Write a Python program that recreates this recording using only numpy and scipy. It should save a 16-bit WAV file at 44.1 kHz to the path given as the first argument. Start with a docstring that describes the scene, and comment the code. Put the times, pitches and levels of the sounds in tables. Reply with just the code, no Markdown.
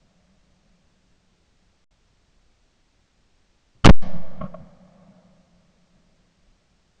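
"""A clay range among wooded slopes: one shotgun shot, heard by a small microphone under the barrel.
Over faint wind and hiss, the report of an earlier shot fades until the sound drops out briefly.
Hands grip the stock and the steel action rings; then blast and recoil drive the microphone between
its limits and choke it for a moment. The report rolls back as reverberation from the slopes and
echoes from the trees, coloured by the resonances of the air column in the barrel."""
import sys
import numpy as np
from scipy import signal
from scipy.fft import rfft, irfft
from scipy.io import wavfile
from scipy.ndimage import uniform_filter1d

SR = 44100
rng = np.random.default_rng(int(sys.argv[2]) if len(sys.argv) > 2 else 0)


def unload_audio(sound):
    """Save the sound as a 16-bit wav file, at the path given as the first command line argument."""
    columns = np.transpose(np.atleast_2d(sound))
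    # keep every value between -1 and 1, then stretch to whole-number steps
    steps = np.round(np.clip(columns, -1, 1) * 32767)
    wavfile.write(sys.argv[1], SR, steps.astype(np.int16))


N = 308700
T = np.arange(N) / SR

# the charge fires, the blast arrives, suction follows, the microphone comes free
FIRE_S, BLAST_S, SUCTION_S, RECOVER_S = 3.839, 3.851, 3.9074, 4.018
DROPOUT_START_S, DROPOUT_END_S = 1.844, 1.909
LIMIT = .69   # amplitude at which the microphone saturates

# spectrum of the steady hiss: f/Hz, relative level/dB
HISS_SPECTRUM = [(120, -30), (200, -4), (431, -5), (476, -6), (711, -6.5), (827, -8.5), (961, -9.5),
                 (5830, -13.5), (8700, -17.5), (10800, -37.5), (14100, -74.5), (22000, -120)]
# modes of the air column in the barrel: f/Hz, bandwidth/Hz, relative level/dB
BARREL_MODES = [(178.96, 18, 7), (552, 78, -7), (617, 28, -10.5), (1083, 52, -19), (1620, 220, -28.5),
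                (2110, 130, -27.5), (2970, 320, -30.5), (3813, 950, -33.5), (5200, 1800, -36.5)]
# broad returns from single slopes: t/s, half width/s, boom lift/dB, roar lift/dB
SLOPE_RETURNS = [(0.21, 0.031, 1.5, 4), (0.34, 0.036, 6, 4), (0.74, 0.19, 5, 3.5), (1.3, 0.34, 4, 1),
                 (4.062, 0.032, 6, 0.5), (4.155, .024, 8.5, 0), (4.421, 0.049, 12, 2.5),
                 (4.615, .035, 10, 1.5), (5.115, 0.046, 4, -2), (5.15, 0.18, 3.5, 5.5), (5.97, 0.041, 8, 2)]
# echoes from the tree line: t/s, hold/s, decay/s, then relative level/dB of thump, knock and crack
TREE_ECHOES = [(4.4102, 0.0051, 0.0081, -40, -42.5, -33.5), (4.435, 0.0028, 0.01, -40, -50, -43.5),
               (4.448, 0.019, 0.007, -68, -61.5, -49.5), (4.5401, 0.0058, 0.0034, -56, -42.5, -42)]
# modes of the steel action: onset t/s, f/Hz, level/dB re the limit
ACTION_MODES = [(3.8432, 1500, -23), (3.8448, 3100, -14), (3.8474, 1250, -1.5)]
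# recoil jolts on the microphone: t/s, duration/s, edge/s, rattle (0-1)
RECOIL_JOLTS = [(3.8568, .0020, .00007, .55), (3.8638, .0009, .00007, .55), (3.8656, .00012, .00006, 0),
                (3.8739, .0015, .00014, 0), (3.8910, .0026, .00015, 0), (3.8960, .0030, .0001, 0)]


def from_db(db):
    """Amplitude ratio of a level in decibels."""
    return 10 ** (np.asarray(db) / 20)


def unit_rms(x):
    """Normalisation to unit rms."""
    return x / np.sqrt(np.mean(x ** 2) + 1e-20)


def evened(x, span_s):
    """Division by the running rms takes the chance swells out of noise."""
    return x / np.sqrt(np.abs(uniform_filter1d(x * x, max(int(span_s * SR), 8))) + 1e-12)


def butter(x, hz, kind, order=2):
    """Causal Butterworth filter."""
    sections = signal.butter(order, np.clip(hz, 10, .45 * SR), kind, fs=SR, output="sos")
    return signal.sosfilt(sections, x + 1e-18)


def noise():
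    """White Gaussian noise of unit rms."""
    return rng.standard_normal(N)


def coloured(spectrum):
    """Spectral shaping of noise by rows of f/Hz, relative level/dB; unit rms."""
    hz, db = np.transpose(spectrum)
    bin_hz = np.maximum(np.arange(N // 2 + 1) * SR / N, 1)
    gain = from_db(np.interp(np.log(bin_hz), np.log(hz), db))
    return unit_rms(irfft(rfft(noise()) * gain, N))


def burst(start_s, hold_s, decay_s):
    """Envelope that holds, then decays exponentially."""
    return (T >= start_s) * np.exp(-np.maximum(T - start_s - hold_s, 0) / decay_s)


def barrel_resonance(x):
    """Air-column resonance: each mode is a damped resonator; white noise keeps about its level."""
    ringing, power = 0, 0
    for hz, width_hz, db in BARREL_MODES:
        radius = np.exp(-np.pi * width_hz / SR)
        gain = from_db(db) * (1 - radius ** 2) / 2
        feedback = [1, -2 * radius * np.cos(2 * np.pi * hz / SR), radius ** 2]
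        ringing = ringing + signal.lfilter([gain, 0, -gain], feedback, x + 1e-18)
        power += from_db(db) * gain
    return ringing / np.sqrt(power)


def background(wind_db=-63.5, wind_hz=26, gust_db=1.5, hiss_db=-69, hum_db=-86):
    """Turbulent wind buffets the microphone port, over even hiss and the barrel's resonant hum."""
    gusts = from_db(gust_db * coloured([(1, 0), (6, 0), (20, -40), (60, -120)]))
    buffets = butter(noise(), wind_hz, "low", order=1)
    wind = from_db(wind_db) * gusts * unit_rms(butter(buffets, 300, "low"))
    hiss = from_db(hiss_db) * coloured(HISS_SPECTRUM)
    return wind + hiss + from_db(hum_db) * barrel_resonance(noise())


def grip(start_s=3.75, level_db=-59.5, top_hz=160):
    """Structure-borne sound: the hands tighten on the stock just before the shot."""
    return from_db(level_db) * burst(start_s, .04, .03) * unit_rms(butter(noise(), top_hz, "low"))


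def report_decay(start_db, db_per_decade, knee_s=1.0, earlier_shot_ago_s=1.95):
    """Power-law decay in dB: the earlier report until the drop-out, this one after the choke."""
    age_s = np.where(T < FIRE_S, T + earlier_shot_ago_s, T - FIRE_S)
    heard = (T < DROPOUT_START_S) | (T > RECOVER_S)
    return np.where(heard, start_db + db_per_decade * np.log10(1 + age_s / knee_s), -np.inf)


def report_envelopes(opening_s=.0026):
    """Reflection from single slopes swells the decaying boom (bass) and roar (midrange)."""
    boom_db = report_decay(start_db=-34.5, db_per_decade=-65)
    roar_db = report_decay(start_db=-29, db_per_decade=-80)
    for peak_s, width_s, boom_lift_db, roar_lift_db in SLOPE_RETURNS:
        bell = np.exp(-((T - peak_s) / width_s) ** 2)
        boom_db += boom_lift_db * bell
        roar_db += roar_lift_db * bell
    opening = 1 - burst(RECOVER_S, 0, opening_s)   # the choked microphone comes free
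    return opening * from_db(boom_db), opening * from_db(roar_db)


def rolling_report(air_db_per_octave=-13.5, air_hz=1300, top_hz=5900, rumble_db=-3, rumble_hz=70):
    """Reverberation from the slopes: air absorption takes more treble from later reflections."""
    boom, roar = report_envelopes()
    # the barrel's lowest mode picks out the bass
    drone = boom * evened(barrel_resonance(butter(noise(), [115, 260], "band")), span_s=.24)
    # absorption reaches its full slope one second after the choke
    absorption = np.sqrt(np.where(T < FIRE_S, 1, np.clip(T - RECOVER_S, 0, 1)))
    field, edges_hz = 0, np.geomspace(400, 9000, 8)
    for low, high in zip(edges_hz, edges_hz[1:]):
        octaves = max(np.log2(np.sqrt(low * high) / air_hz), 0)
        air_gain = from_db(air_db_per_octave * absorption * octaves)
        field = field + roar * air_gain * butter(noise(), [low, high], "band")
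    rumble = boom * from_db(rumble_db) * unit_rms(butter(noise(), rumble_hz, "low"))
    rumble *= burst(RECOVER_S, .55, .16)
    return drone + butter(barrel_resonance(field), top_hz, "low", order=6) + rumble


def tree_echoes(thump_hz=240, knock_hz=(520, 760), crack_hz=(1050, 1420), top_hz=3500,
                edge_db=-10.5, direct_db=-11, rise_s=.0015):
    """Scattering by banks of trees returns smeared echoes of the shot, partly through the barrel."""
    thump = evened(butter(noise(), thump_hz, "low"), span_s=.014)
    knock = evened(butter(noise(), knock_hz, "band", order=3), span_s=.005)
    crack = evened(butter(noise(), crack_hz, "band", order=4), span_s=.0086)
    crack += from_db(edge_db) * unit_rms(butter(noise(), [crack_hz[1], top_hz], "band"))
    echoes = 0
    for start_s, hold_s, decay_s, thump_db, knock_db, crack_db in TREE_ECHOES:
        envelope = burst(start_s, hold_s, decay_s) * (1 - burst(start_s, 0, rise_s))
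        colour = from_db(thump_db) * thump + from_db(knock_db) * knock + from_db(crack_db) * crack
        echoes = echoes + envelope * colour
    return butter(barrel_resonance(echoes) + from_db(direct_db) * echoes, top_hz, "low", order=8)


def firing(roughness=.39, push=.22):
    """Reaction shoves the gun; the action's modes ring in one by one as the charge runs up the barrel."""
    shove = np.sin(np.pi * np.clip(2 * (T - FIRE_S) / (BLAST_S - FIRE_S), 0, 1)) ** 2
    grit = 1 + roughness * unit_rms(butter(noise(), 3000, "low"))
    steel = sum(from_db(db) * np.sin(2 * np.pi * hz * np.maximum(T - onset_s, 0))
                for onset_s, hz, db in ACTION_MODES)
    return push * shove + steel * grit * (T < BLAST_S)


def recoil(pressure, rattle_hz=(1000, 4000), shake=2.5):
    """Inertia pulls the diaphragm against the blast pressure at each jolt; the first rattle the mount."""
    vibration = evened(butter(noise(), rattle_hz, "band"), span_s=.0053)
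    chatter = np.maximum(shake * vibration - 1, 0)
    for start_s, length_s, edge_s, rattle in RECOIL_JOLTS:
        outside = np.maximum(start_s - T, T - start_s - length_s) / edge_s   # negative within the jolt
        pull = np.tanh(2 * outside) + rattle * chatter
        pressure = np.where(outside < 2, np.minimum(pressure, pull), pressure)
    return pressure


def blast(overload=5.0, swing_s=.0004, relax_s=.071):
    """Blast wave, in units of the limit: overpressure, then suction from which the microphone relaxes."""
    swing = np.clip((SUCTION_S - T) / swing_s, -overload, overload) * (T >= BLAST_S)
    relaxation = np.exp(np.minimum((RECOVER_S - T) / relax_s, 2))
    return np.maximum(swing, -relaxation)


def scene():
    """Superposition of the shot, its reflections and the quiet sounds, in one channel."""
    shot = LIMIT * (firing() + recoil(blast()))
    return (shot + rolling_report() + tree_echoes() + grip() + background())[None]


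def record(dry, coupling_s=.1, soft_hz=7200, cutoff_hz=10400):
    """Saturation clips the microphone, its coupling lets held pressure sag, the next stage clips again."""
    leak = np.exp(-1 / (coupling_s * SR))
    sagging = signal.lfilter([1, -1], [1, -leak], np.clip(dry, -LIMIT, LIMIT))
    softened = butter(np.clip(sagging, -LIMIT, LIMIT), soft_hz, "low", order=3)
    # the sound drops out briefly before the shot
    live = (T < DROPOUT_START_S) | (T > DROPOUT_END_S)
    interrupted = np.interp(T, T[live], softened[0, live])[None]
    return signal.sosfilt(signal.ellip(8, .1, 70, cutoff_hz, fs=SR, output="sos"), interrupted)


dry = scene()
out = record(dry)
unload_audio(out)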